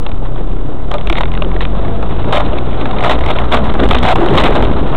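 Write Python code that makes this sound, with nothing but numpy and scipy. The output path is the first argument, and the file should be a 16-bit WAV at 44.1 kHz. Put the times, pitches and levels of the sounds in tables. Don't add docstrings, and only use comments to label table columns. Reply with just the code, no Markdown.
import sys
import numpy as np
from scipy import signal
from scipy.fft import rfft, irfft, next_fast_len
from scipy.io import wavfile
from scipy.ndimage import map_coordinates

SR = 44100
rng = np.random.default_rng(int(sys.argv[2]) if len(sys.argv) > 2 else 0)


def unload_wav(signal):
    wavfile.write(
        sys.argv[1],
        SR,
        np.round(np.clip(np.atleast_2d(signal).T, -1, 1) * 32767).astype(np.int16),
    )


def boost_factor(decibels):
    exponent = np.asarray(decibels, float) / 20
    return 10 ** exponent


N = 219132
T = np.arange(N) / SR


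def unit(x):
    return x / np.sqrt(np.mean(x ** 2) + 1e-20)


def curves(rows):
    s, *cols = np.transpose(rows)
    return [np.interp(T, s, c) for c in cols]


def wobble(rate):
    return map_coordinates(rng.standard_normal(1000), [T * rate])


def filtered(x, response):
    m = next_fast_len(N + SR // 2)
    return irfft(rfft(x, m) * response(np.fft.rfftfreq(m, 1 / SR)), m)[..., :N]


def coloured(spectrum):
    f, db = np.transpose(spectrum)

    def gain(hz):
        return boost_factor(np.interp(np.log(hz + 1), np.log(f + 1), db))

    return unit(filtered(rng.standard_normal(N), gain))


def resonant(x, modes):
    def response(f):
        total = 0
        for k, (centre, width, db) in enumerate(modes):
            damping = 1j * f * width
            total = total + (-1) ** k * boost_factor(db) * damping / (centre ** 2 - f ** 2 + damping)
        return total

    return unit(filtered(x, response))


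def gritty(grit_db, rate):
    return unit(boost_factor(grit_db * wobble(rate)) * rng.standard_normal(N))


# t/s, firing rate f/Hz, load level/dB
ENGINE = [(0.06, 30.66, -24), (0.25, 32.05, -20), (0.68, 33.1, -23.5), (0.98, 37.35, -21.5),
          (1.33, 42.37, -16), (1.67, 45.02, -19.5), (1.97, 52.03, -22), (2.16, 53.75, -21.5),
          (2.51, 57.82, -21), (2.94, 60.14, -28), (3.2, 58.53, -17.5), (3.42, 59.58, -21.5),
          (3.66, 61.14, -20), (3.8, 64.8, -19), (4.19, 63.6, -23.5), (4.3, 60.2, -34.5), (4.51, 60.62, -25),
          (4.7, 68.4, -23)]
ORDER_DB = [1.5, -8, -15, -13]
# f/Hz, level/dB
CABIN = [(30, 1), (65, -1.5), (85, 2.5), (100, 2.5), (115, 2.5), (130, 3.5), (180, 4), (240, -4)]


def engine():
    hz, load_db = curves(ENGINE)
    cabin_hz, cabin_db = np.transpose(CABIN)
    upper_follow = 0.2
    eased_db = load_db.mean() + upper_follow * (load_db - load_db.mean())
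    phase = 2 * np.pi * np.cumsum(hz) / SR
    orders = 0
    for k, order_db in enumerate(ORDER_DB):
        pull_db = eased_db if k else load_db
        air_db = np.interp(np.log((k + 1) * hz), np.log(cabin_hz), cabin_db)
        gain = np.sqrt(2) * boost_factor(pull_db + order_db + air_db + 2.85 * wobble(12))
        orders = orders + gain * np.sin((k + 1) * phase + 0.5 * wobble(9))
    return orders, phase


# t/s, shake level/dB
TRACK = [(0, -26), (.35, -27.5), (1, -25), (1.4, -23), (2.2, -23), (2.4, -20.5), (2.85, -21.5), (3, -19.5),
         (3.43, -22.5), (3.64, -16), (4.0, -23), (4.4, -10), (4.65, -14.5), (4.86, -18), (4.97, -22)]
# t/s, half length/s, heave level/dB, drone level/dB
LURCHES = [(0.408, 0.019, -30.5, -20.5), (1.092, 0.038, -14.5, -21.5), (1.904, 0.18, -20.5, -26.5),
           (2.191, 0.12, -17, -38), (2.479, 0.082, -17, -33.5), (2.727, .12, -18, -29),
           (2.98, 0.037, -16, -41), (3.32, 0.076, -20, -30), (3.697, 0.054, -19, -25),
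           (3.83, 0.031, -19.5, -6), (3.916, 0.059, -14, -11), (4.046, 0.016, -18, -8.5),
           (4.19, 0.047, -15, -20), (4.238, 0.012, -24, -12), (4.36, 0.05, -11, -6.5),
           (4.472, 0.073, -14, -18), (4.623, .06, -22, -10.5), (4.865, .07, -17.5, -30)]


def shaking():
    shake_db, = curves(TRACK)
    heave_grows = 0.8
    heave_gain = boost_factor(shake_db.mean() - 2 + heave_grows * (shake_db - shake_db.mean()))
    drone_gain = boost_factor(shake_db)
    for s, half, heave_db, drone_db in LURCHES:
        lurch = np.exp(-((T - s) / half) ** 2)
        heave_gain = np.hypot(heave_gain, boost_factor(heave_db + 1.5) * lurch)
        drone_gain = np.hypot(drone_gain, boost_factor(drone_db - 1.1) * lurch)
    return heave_gain, drone_gain


# f/Hz, level/dB per Hz
HEAVE = [(5, -37), (14, 1.5), (30, -4), (50, -6), (70, -14), (120, -14.5), (200, -45)]
# f/Hz, level/dB per Hz
DRONE = [(40, -38), (90, -3), (140, 1.5), (260, 0.5), (400, 0), (600, -8), (1200, -20), (3000, -48)]


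def rumble(phase):
    heave_gain, drone_gain = shaking()
    throb = boost_factor(1.57 * wobble(18) + 2.5 * np.sin(phase + 1.31))
    return heave_gain * coloured(HEAVE) + drone_gain * throb * coloured(DRONE)


# t/s, length/ms, push level/dB
JOLTS = [(0.139, 4.6, -10.5), (0.523, 4.8, -11.5), (1.266, 3.2, -2), (1.637, 5.4, -11), (1.728, 2.9, 0),
         (2.087, 9.5, -17), (2.237, 4.1, 5), (3.201, 6, -0.5), (3.735, 11, -5.5), (3.884, 4.6, 5),
         (3.899, 3.1, -1), (3.94, 6.3, 3), (4.148, 10, -6.5), (4.364, 5.3, -12), (4.418, 3.3, -9),
         (4.602, 1.8, 13)]


def jolts():
    return sum(-boost_factor(db + 7.5) * np.exp(-((T - s) / (0.00045 * ms)) ** 2) for s, ms, db in JOLTS)


# t/s, f/Hz, level/dB, swell/s
BOOMS = [(0.949, 590, -16.5, 0.024), (1.112, 340.4, -14, 0.017), (1.9, 680, -26.5, 0.23),
         (0.949, 1212, -19, 0.014), (2.35, 980, -25, 0.09), (2.412, 608, -15, 0.009),
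         (2.536, 620, -16, 0.013), (3.548, 769, -22.5, 0.011), (3.549, 257.1, -10.5, 0.018),
         (2.36, 600, -16, 0.075), (2.86, 240, -28, 0.046), (3.059, 737, -19.5, 0.059),
         (3.629, 228, -12.5, 0.034), (3.701, 30.06, -12, 0.045), (3.87, 42.02, -8, 0.14),
         (3.919, 243.2, -16, 0.15), (4.08, 750, -9.5, 0.039), (4.23, 345.5, -8, 0.043),
         (4.209, 395, -11.5, 0.03), (4.629, 49.9, -12, 0.19)]


def booms():
    total = 0
    for s, hz, db, swell in BOOMS:
        tone = np.sin(2 * np.pi * hz * T + 1.3 * wobble(40))
        total = total + boost_factor(db) * np.exp(-((T - s) / swell) ** 2) * tone
    return total


# f/Hz, width/Hz, level/dB
PANEL = [(590, 294, 0.5), (769, 273, 2.5), (996, 132, 0.5), (1285, 273, -6)]


def through_panels(x):
    return resonant(x, PANEL)


# f/Hz, width/Hz, level/dB
GLASS = [(2053, 437, 1), (2723, 800, -1.64), (3840, 610, 1.95)]


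def through_glass(x):
    return resonant(x, GLASS)


# t/s, pressure level/dB
DRAG = [(0, -35.5), (.9, -37), (1.09, -32), (1.24, -36.5), (1.41, -31.5), (1.87, -30.5), (2.2, -27.5),
        (2.35, -25.5), (2.7, -28.5), (2.89, -24.5), (3.11, -26), (3.3, -21), (3.55, -26), (3.8, -20),
        (4.1, -23), (4.45, -14.5), (4.7, -26.5), (4.97, -28)]


def pressure():
    return curves(DRAG)[0]


# t/s, length/s, glass level/dB, panel level/dB
SWIPES = [(0.906, 0.041, -35, -22), (1.162, 0.0086, -25.5, -30), (1.191, 0.0034, -31, -28),
          (1.211, 0.0026, -31.5, -23.5), (1.607, 0.016, -22, -23), (3.128, 0.013, -23, -17.5),
          (3.295, .012, -25, -20.5), (2.37, 0.0099, -18.5, -11), (2.323, 0.034, -17.5, -11),
          (2.4, 0.013, -24.5, -13.5), (3.022, 0.052, -26.5, -14.5), (3.095, 0.02, -17, -10.5),
          (3.389, 0.025, -29.5, -15.5), (3.514, 0.043, -16.5, -11.5), (3.57, 0.022, -28.5, -16.5),
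          (3.828, 0.014, -23.5, -12), (3.92, 0.034, -18.5, -16), (4.027, 0.038, -17, -16),
          (4.076, 0.034, -16, -7.5), (4.204, 0.023, -36.5, -15), (4.34, 0.02, -29, -14.5),
          (4.372, 0.015, -13, -7), (4.434, 0.02, -16, -11.5), (4.548, 0.017, -22.5, -12.5),
          (4.635, 0.033, -26, -21.5), (4.76, 0.024, -29.5, -20.5), (4.853, 0.055, -33.5, -23),
          (4.923, 0.022, -40.5, -19), (4.687, 0.031, -33, -23.5)]


def with_swipes(glass_gain, panel_gain):
    for s, length, glass_db, panel_db in SWIPES:
        swipe_in = np.clip((T - s) / 0.0036, 0, 1)
        let_go = np.clip((s + length - T) / 0.03 + 1, 0, 1)
        glass_gain = np.hypot(glass_gain, boost_factor(glass_db) * swipe_in * let_go)
        panel_gain = np.hypot(panel_gain, boost_factor(panel_db) * swipe_in * let_go)
    return glass_gain, panel_gain


def foliage():
    panel_db = pressure()
    glass_db = panel_db - 11 + (1.09 - 1) * (panel_db - panel_db.mean())
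    glass_gain, panel_gain = with_swipes(boost_factor(glass_db + 1.5), boost_factor(panel_db + 1.0))
    catches = gritty(grit_db=3.5, rate=100)
    panel_catches = 0.78 * catches + 0.62 * gritty(grit_db=1.5, rate=82)
    return glass_gain * through_glass(catches) + panel_gain * through_panels(panel_catches)



# t/s, peak level/dB
RATTLE = [(0.0644, -10), (.091, -27), (.116, -15.5), (0.9138, -9), (0.9404, -11), (0.9828, -12),
          (1.011, -15.5), (1.0718, -8.5), (1.0989, 0.5), (1.1266, -2), (1.1544, -9.5), (1.1826, -3),
          (1.2076, 0), (1.234, -6.5), (1.2555, -11.5), (1.3174, -16), (1.3384, -12), (1.3509, -15),
          (1.375, -11), (1.4217, -6), (1.4464, -15), (1.49, -29), (1.5152, -18), (1.54, -28),
          (1.564, -10.5), (1.607, -7), (1.652, -12.5), (1.685, -24), (1.8125, -22.5), (1.881, -20)]


def rattle():
    pitch_hz = 2140 * np.exp(0.14 * rng.standard_normal(len(RATTLE)))
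    return [(s, db, -2.5, hz, 0.016) for (s, db), hz in zip(RATTLE, pitch_hz)]


def thin_twig(s, db, hz):
    knock_db = -1.5 - 19.5 * np.log2(hz / 2000)
    return s, db, knock_db, hz, 0.03


def stray_tips():
    when, size, pitch = rng.random((3, 40))
    at = when * (N - 1) / SR
    peak_db = np.interp(at, T, pressure()) - 2.5 * np.log(size + 0.05)
    return [thin_twig(*tip) for tip in zip(at, peak_db, 1500 + 900 * pitch)]


# t/s, peak level/dB, ring f/Hz
TWIGS = [(.257, -28.5, 1500), (.3585, -26.5, 1520), (.3921, -29, 1660), (1.7614, -34, 1700),
         (1.8477, -23, 2070), (2.0265, -19.5, 1509), (2.098, -26.5, 2660), (2.462, -18.5, 3878),
         (2.532, -16, 2870), (2.584, -14.5, 2490), (2.688, -30, 1480), (2.7432, -27.5, 1690),
         (2.8114, -14.5, 2410), (2.8559, -12.5, 1690), (2.9852, -10.5, 2270), (3.028, -20, 2190),
         (3.1884, -15.5, 2190), (3.2094, -16, 1860), (3.238, -13, 2020), (3.2864, -9.5, 2020),
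         (3.6681, -21.5, 1600), (3.867, -20.5, 1640), (3.972, -14, 2380), (3.9844, -9, 3105),
         (4.204, -12.5, 1970), (4.286, -11.5, 3090), (4.337, -14.5, 1940), (4.524, -12, 1940),
         (4.5527, -14.5, 1560), (4.9482, -18, 2190)]


def flicks():
    return [thin_twig(*twig) for twig in TWIGS]


# t/s, peak level/dB, knock level/dB over peak, ring f/Hz
SNAPS = [(2.325, -6.5, -1.5, 3440), (2.3703, -2.5, -17, 1970), (2.9097, -11.5, -1.5, 2030),
         (3.0066, -7, -5.5, 1960), (3.0375, -7.5, 7.5, 2590), (3.046, -6, 1, 1900), (3.0807, -14, -5, 3030),
         (3.0954, 0.5, 3, 1924), (3.262, -8, -4.5, 2110), (3.312, -11.5, 3.5, 1620), (3.3864, -7, 0, 2190),
         (3.5223, 0, -8, 3840), (3.5409, 4, 8, 1574), (3.752, -23.5, 15, 1596), (3.8348, -2, 0.5, 1700),
         (3.8877, -5.5, -11, 3055), (3.9101, 5, 1.5, 3580), (3.9451, -6, -10.5, 1900),
         (4.0298, -17, 12, 1610), (4.0506, -14, 16, 1510), (4.086, 0.5, -3, 1510), (4.157, -7.5, 8, 1710),
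         (4.1834, -15.5, 5, 1530), (4.2607, -8, 0.5, 1540), (4.352, -8.5, 3, 1554), (4.382, 7, -1.5, 2160),
         (4.437, 3, -15, 2060), (4.4761, -8.5, 10, 1820), (4.6248, -5, 1.5, 1800), (4.7678, -20.5, 9, 3800)]


def snaps():
    return [(s, db, knock_db, hz, 0.022) for s, db, knock_db, hz in SNAPS]


def contacts():
    ticks, knocks, rings = np.zeros((3, N + SR))
    t = np.arange(SR // 4) / SR
    rise = 1 - np.exp(-t / 0.0003)
    for s, db, knock_db, hz, t60 in rattle() + stray_tips() + flicks() + snaps():
        life = max(t60, 0.005)
        here = slice(round(s * SR), round(s * SR) + len(t))
        lean, warp = rng.standard_normal(2)
        tone = np.sin(2 * np.pi * hz * t * (1 + 12 * warp * t) + lean)
        ticks[here] += boost_factor(db - 5.5 - 60 * t / life) * rise
        knocks[here] += boost_factor(db + knock_db - 4.0 - 60 * t / (2.03 * life)) * rise
        rings[here] += boost_factor(db - 3.5 - 60 * t / (0.69 * life)) * rise * tone
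    bright = through_glass(rng.standard_normal(N))
    dull = through_panels(rng.standard_normal(N))
    return ticks[:N] * bright + knocks[:N] * dull + rings[:N]


def scene():
    orders, phase = engine()
    body = rumble(phase) + jolts() + booms()
    return (orders + body + foliage() + contacts())[None]


def top_cut(x):
    return signal.sosfilt(signal.butter(12, 15950, fs=SR, output="sos"), x)


CAMERA_RATE = (80, 441)


def record(dry):
    up, down = CAMERA_RATE
    lower_rail, upper_rail, offset = -1 / np.sqrt(2), 0.3, -0.432
    coarse = signal.resample_poly(dry[0], up, down)
    coarse = np.clip(coarse + offset, lower_rail, upper_rail)
    taps = signal.firwin(32 * down + 1, 3980, window=("kaiser", 9), fs=up * SR)
    fine = signal.resample_poly(coarse, down, up, window=taps, padtype="edge")
    fine = np.pad(fine, (0, 8), "edge")[:N]
    mix = np.maximum(fine, lower_rail)[None]
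    return top_cut(mix)


dry = scene()
out = record(dry)
unload_wav(out)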